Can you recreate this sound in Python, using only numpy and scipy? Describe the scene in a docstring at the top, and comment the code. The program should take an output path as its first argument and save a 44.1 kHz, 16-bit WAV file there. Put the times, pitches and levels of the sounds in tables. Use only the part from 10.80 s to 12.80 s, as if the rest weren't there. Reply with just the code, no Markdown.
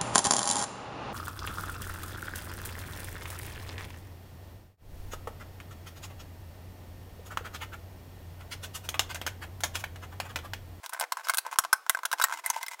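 """Tin snips cutting a can

Close by at a workbench, tin snips bite round the rim of a thin steel can held in one hand.
The steel parts in sharp cracks, the wall pops as it buckles, and the blades grate and squeak along
the cut edge. The hand keeps the can's ring short, and it all dies away in a small workshop."""
import sys
import numpy as np
from scipy import signal
from scipy.fft import rfft, irfft
from scipy.io import wavfile

SR = 44100
rng = np.random.default_rng(int(sys.argv[2]) if len(sys.argv) > 2 else 0)


def unload_audio(sound):
    """Save the sound as a 16-bit wav file, at the path given as the first command line argument."""
    columns = np.transpose(np.atleast_2d(sound))
    # keep every value between -1 and 1, then stretch to whole-number steps
    steps = np.round(np.clip(columns, -1, 1) * 32767)
    wavfile.write(sys.argv[1], SR, steps.astype(np.int16))


N = 88200
T = np.arange(4096) / SR  # time in seconds within one short sound

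# Levels in all tables are relative. A t60 is the time a ring takes to fade by 60 dB.
# the notes at which the hand-held can rings: f/Hz, level/dB
CAN_NOTES = [(785, -12.5), (1060, -4), (1491, 0), (2207, -9.5), (5345, 1.5)]
CAN_T60_S = .024
# tone colour of the can's thin wall: f/Hz, level/dB
WALL_COLOUR = [(330, -33), (550, -7.5), (670, 5), (1100, 4.5), (1550, 1), (2100, -2), (5000, -31)]
# tone colour of the steel's hiss and ticks: f/Hz, level/dB
HISS_COLOUR = [(400, -54), (2000, 7), (4400, 1), (7200, 2.5), (16000, -8)]


def amp(db):
    """Turn decibels into a gain."""
    return 10 ** (np.asarray(db) / 20)


def unit(x, window_s=.003):
    """Give a short burst the same energy as a level of 1 held for window_s."""
    return x * np.sqrt(window_s * SR / np.sum(x ** 2))


def add(track, start, x):
    """Mix a short sound into a track, start seconds in."""
    i = max(int(start * SR), 0)
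    track[i:i + len(x)] += x[:max(N - i, 0)]


def response(colour, size=2048):
    """Make a filter with this tone colour, in the form of its answer to a single click."""
    hz, db = np.array(colour).T
    f = np.maximum(np.arange(size // 2 + 1) * SR / size, 1)
    gain = amp(np.interp(np.log(f), np.log(hz), db))
    # minimum phase: pack the filter's energy as early as it can go
    cepstrum = irfft(np.log(gain))
    cepstrum[1:size // 2] *= 2
    cepstrum[size // 2 + 1:] = 0
    click = irfft(np.exp(rfft(cepstrum)))
    return click / np.linalg.norm(click)


def through(x, click):
    """Pass a sound through a filter, given its answer to a click."""
    return signal.fftconvolve(x, click)[:len(x)]


def radiate(x, low_hz=666):
    """So small a sheet of steel gives off little bass."""
    return signal.sosfilt(signal.butter(2, low_hz, "high", fs=SR, output="sos"), x)


def room_air():
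    """Quiet, steady air fills the workshop."""
    # tone colour of the air: f/Hz, level/dB
    air_colour = [(220, -37), (320, -15), (1000, -4), (2500, -14.5), (16000, -24)]
    return amp(-60) * through(rng.standard_normal(N), response(air_colour))


def scrapes(catches_per_s=300, puff_fade_s=.0015, ramp_s=.0076, steady_rub=.35):
    """The blades rub, catch and slip at random; each catch taps the wall and frees a puff of hiss."""
    # blades grating along the edge: start/s, length/s, wall level/dB, hiss level/dB
    strokes = [(0.03, 0.035, -41.5, -43.5), (0.121, 0.061, -37, -46.5), (0.188, 0.064, -36.5, -48.5),
               (0.367, 0.053, -41, -49), (0.431, 0.095, -46.5, -44.5), (0.639, 0.058, -42, -54.5),
               (0.711, 0.038, -39.5, -42), (0.834, 0.014, -38.5, -33), (1.373, 0.095, -44.5, -45),
               (1.518, 0.033, -36, -35.5), (1.542, 0.066, -46.5, -45), (1.635, 0.086, -44, -43),
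               (1.727, 0.068, -44, -42.5), (1.802, 0.045, -43.5, -44), (1.906, 0.045, -46, -41),
               (1.987, .03, -43.5, -44)]
    t, out = np.arange(N) / SR, np.zeros(N)
    catches = (rng.random(N) < catches_per_s / SR) * amp(.5 * rng.standard_normal(N))
    taps = through(catches * rng.choice([-1, 1], N), response(WALL_COLOUR))
    puffs = through(catches, np.exp(-T / puff_fade_s))
    hiss = through((steady_rub + puffs) * rng.standard_normal(N), response(HISS_COLOUR))
    for start, length, wall_db, hiss_db in strokes:
        press = np.clip(np.minimum(t - start, start + length - t) / ramp_s, 0, 1)
        for layer, db in ((taps, wall_db), (hiss, hiss_db)):
            stroke = press * layer
            out += amp(db) * stroke * np.linalg.norm(press) / np.linalg.norm(stroke)
    return out


def ring(x, notes, t60, scatter=0):
    """A sound sets fading notes ringing; scatter varies them, as the blades touch a new spot each time."""
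    t = np.arange(int(t60 * SR)) / SR
    rate, tones = np.log(1000) / t60, np.zeros(len(t))
    shifts = scatter * rng.standard_normal((len(notes), 2))
    for (hz, db), (louder, sharper) in zip(notes, shifts):
        tones += amp(db + 3 * louder) * np.cos(2 * np.pi * hz * (1 + .025 * sharper) * t)
    return through(x, tones * 2 * rate / SR * np.exp(-rate * t))


def hollow(bending):
    """The bending wall pumps the air inside the closed can, which rings faintly."""
    # notes of the trapped air: f/Hz, level/dB
    air_notes = [(322, 15.5), (490, 0.5)]
    return ring(bending, air_notes, t60=.17)


def flex(hz, cycles):
    """The wall swings over and settles within a few cycles."""
    age = T * hz / cycles
    swing = age ** 3 * np.exp(-2 * age) * np.sin(2 * np.pi * hz * T)
    return unit(radiate(swing))


def fracture(rise_s, fade_s, tone_filter, snap_db=8, snap_s=.00015, unevenness=.9):
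    """Tiny uneven breaks build up while the steel tears, spike as it gives way, then fade."""
    push, size = rng.standard_normal((2, len(T)))
    breaks = push * np.exp(unevenness * size)
    build = np.minimum(T / max(rise_s, 1 / SR), 1)
    fade = np.exp(-np.maximum(T - rise_s, 0) / fade_s)
    snap = 1 + amp(snap_db) * np.exp(-np.abs(T - rise_s) / snap_s)
    return unit(through(breaks * build * fade * snap, tone_filter))


def cracks(wall_fade_s=.0059, edge_fade_s=.003):
    """Each crack kicks the wall, knocks the blades, fizzes along the torn edge and rings the can."""
    # steel parting: t/s, wall level/dB, wall f/Hz, clack level/dB, fizz level/dB, tearing time/s
    bites = [(.0612, -39.5, 980, -30, -39.5, 0.00088), (.094, -38, 954, -37, -34.5, 0.00014),
             (.1342, -34, 1430, -31.5, -29.5, 0.0008), (.1975, -35, 1340, -29, -21.5, 0.00074),
             (0.2097, -19.5, 790, -20.5, -27.5, 0.00091), (0.32, -19.5, 1026, -20.5, -24, 0.0029),
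             (0.4858, -26, 1360, -24, -31, 0.00034), (.4950, -14, 1270, -18, -18, 0.0029),
             (0.537, -24, 1204, -27, -28, 0.00046), (0.5445, -27.5, 1450, -25, -23, 0.0014),
             (0.5721, -31, 1410, -27, -19.5, 0.00017), (0.5830, -23.5, 1410, -15.5, -17, 0.00079),
             (0.7866, -12.5, 1288, -12.5, -10, 0.000049), (0.9285, -11.5, 1296, -18, -13, 0.0021),
             (1.0954, -17, 1310, -14, -10.5, 0.00064), (1.2512, -21.5, 1390, -20, -23.5, 0.0043),
             (1.314, -24.5, 1235, -24, -44, 0.0022), (1.3275, -21.5, 1430, -22, -26.5, 0.0017),
             (1.4137, -16.5, 1433, -25.5, -25.5, 0.0021), (1.4212, -27, 1230, -20, -24, 0.0012),
             (1.4390, -14, 1217, -12, -15.5, 0.00147), (1.6613, -27, 2050, -31.5, -18.5, 0.00033),
             (1.7008, -28, 870, -21.5, -20, 0.0001), (1.829, -39, 1980, -28.5, -32.5, 0.0013),
             (1.8637, -59, 2070, -31.5, -48, 0.00016), (1.882, -33.5, 2010, -32, -31.5, 0.0011)]
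    # tone colour of the blades' clack: f/Hz, level/dB
    clack_colour = [(200, -39), (1200, -1), (2200, -3), (3900, 0.5), (6300, -1.5), (8000, -10),
                    (16000, -5.5)]
    # tone colour of the torn edge's fizz: f/Hz, level/dB
    fizz_colour = [(300, -31), (3500, -47.5), (8300, -5), (12000, -8.5), (16000, -20.5)]
    wall, blades, edge = response(WALL_COLOUR), response(clack_colour), response(fizz_colour)
    out = np.zeros(N)
    for start, wall_db, hz, clack_db, fizz_db, tear_s in bites:
        rattle = amp(-5.5) * fracture(tear_s, wall_fade_s, wall)
        kick = amp(wall_db) * unit(flex(hz, cycles=1.2) + rattle)
        clack = amp(clack_db) * fracture(tear_s, edge_fade_s, blades)
        fizz = amp(fizz_db) * fracture(tear_s, edge_fade_s, edge)
        crack = kick + clack + fizz
        add(out, start, crack + ring(crack, CAN_NOTES, CAN_T60_S, scatter=.97))
    return out


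def pops(rise_s=.0012, fade_s=.0025):
    """The bent wall snaps into a new shape with a short dull pop and a faint tick."""
    # the wall buckling: t/s, level/dB, f/Hz
    buckles = [(0.2238, -24.5, 724), (0.238, -26, 780), (.370, -26, 1100), (0.47, -28.5, 1130),
               (0.664, -26, 910), (0.7267, -26, 1070), (.758, -31.5, 1110), (0.838, -32, 1230),
               (0.8486, -23.5, 1170), (1.064, -32, 1336), (1.1475, -22, 1480), (1.171, -29.5, 1070),
               (1.1889, -31, 1020), (1.2325, -27.5, 1270), (1.334, -20.5, 830), (1.398, -19, 1100),
               (1.469, -36.5, 1390), (1.484, -31.5, 1240), (1.4959, -30, 1130), (1.5035, -32.5, 1220),
               (1.5114, -29.5, 1190), (1.5239, -25, 1400), (1.7626, -27, 790)]
    out, wall, hiss = np.zeros(N), response(WALL_COLOUR), response(HISS_COLOUR)
    for start, db, hz in buckles:
        rattle = amp(-5.5) * fracture(rise_s, fade_s, wall)
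        tick = amp(-8) * fracture(rise_s, fade_s, hiss)
        pop = amp(db) * (unit(flex(hz, cycles=.87) + rattle) + tick)
        add(out, start, pop + ring(pop, CAN_NOTES, CAN_T60_S, scatter=1))
    return out


def squeaks(waver=.24):
    """Steel drags on steel and a strip of the edge sings briefly, at a pitch set by where it is gripped."""
    # squeaks and pings of the cut edge: t/s, f/Hz, level/dB, swell time/s
    pings = [(0.444, 5100, -35.5, 0.0034), (0.495, 2185, -21.5, 0.0042), (0.788, 6740, -37, 0.0013),
             (0.928, 5350, -17.5, 0.0024), (1.096, 2036, -19.5, 0.0023), (1.416, 3860, -24, 0.0046),
             (1.4375, 7650, -16.5, 0.002), (1.44, 1865, -16, 0.0035), (1.7005, 6380, -17, 0.0017)]
    out = np.zeros(N)
    for start, hz, db, swell_s in pings:
        pitch = hz * (1 + waver * rng.standard_normal(len(T)))
        tone = np.sin(2 * np.pi * np.cumsum(pitch) / SR)
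        swell = T * np.exp(-T / swell_s)
        add(out, start, amp(db) * unit(radiate(swell * tone)))
    return out


def thud(start_s=.7868, hz=327):
    """A brief, dull low thump sounds under the loudest crack."""
    out, phase = np.zeros(N), 2 * np.pi * hz * T
    add(out, start_s, amp(-32) * unit(np.exp(-phase / 2) * np.sin(phase)))
    return out


def flap(cutting):
    """From 1.54 s the scene changes: the can now stands open, and a loose flap of its lid rings along with the
    cutting."""
    # notes of the flap: f/Hz, level/dB
    flap_notes = [(935, 4), (2058, 6)]
    return ring(cutting, flap_notes, t60=.018)


def workshop(x, bench_fade_s=.0046, low_t60_s=.3, treble_t60_s=.2, split_hz=6200):
    """Quick echoes come off the bench and hand, then a short room tail whose treble dies first."""
    t = np.arange(N // 4) / SR
    near, far = rng.standard_normal((2, len(t)))
    low = signal.sosfilt(signal.butter(2, split_hz, fs=SR, output="sos"), far)
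    treble = far - low
    tail = low * amp(-60 * t / low_t60_s) + treble * amp(-60 * t / treble_t60_s)
    bench = near * t * np.exp(-2 * t / bench_fade_s)
    echoes = amp(-5.5) * bench / np.linalg.norm(bench) + amp(-20.5) * tail / np.linalg.norm(tail)
    return x + through(x, echoes)


def scene(open_from_s=1.54):
    """The cutting rings the can, after the scene changes its loose flap, and the room, over quiet air."""
    is_open = np.arange(N) / SR > open_from_s
    rubbing = scrapes()
    bending = pops() + rubbing + ring(rubbing, CAN_NOTES, CAN_T60_S)
    cutting = cracks() + bending
    can = cutting + flap(cutting * is_open) + hollow(bending * ~is_open)
    air = room_air()
    return (amp(-5.5) * workshop(can + squeaks() + thud()) + air)[None]


def record(dry, top_hz=15800):
    """Round off the highest peaks and cut the very top of the treble."""
    return signal.sosfilt(signal.ellip(8, .2, 70, top_hz, fs=SR, output="sos"), np.tanh(dry))


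dry = scene()
out = record(dry)
unload_audio(out)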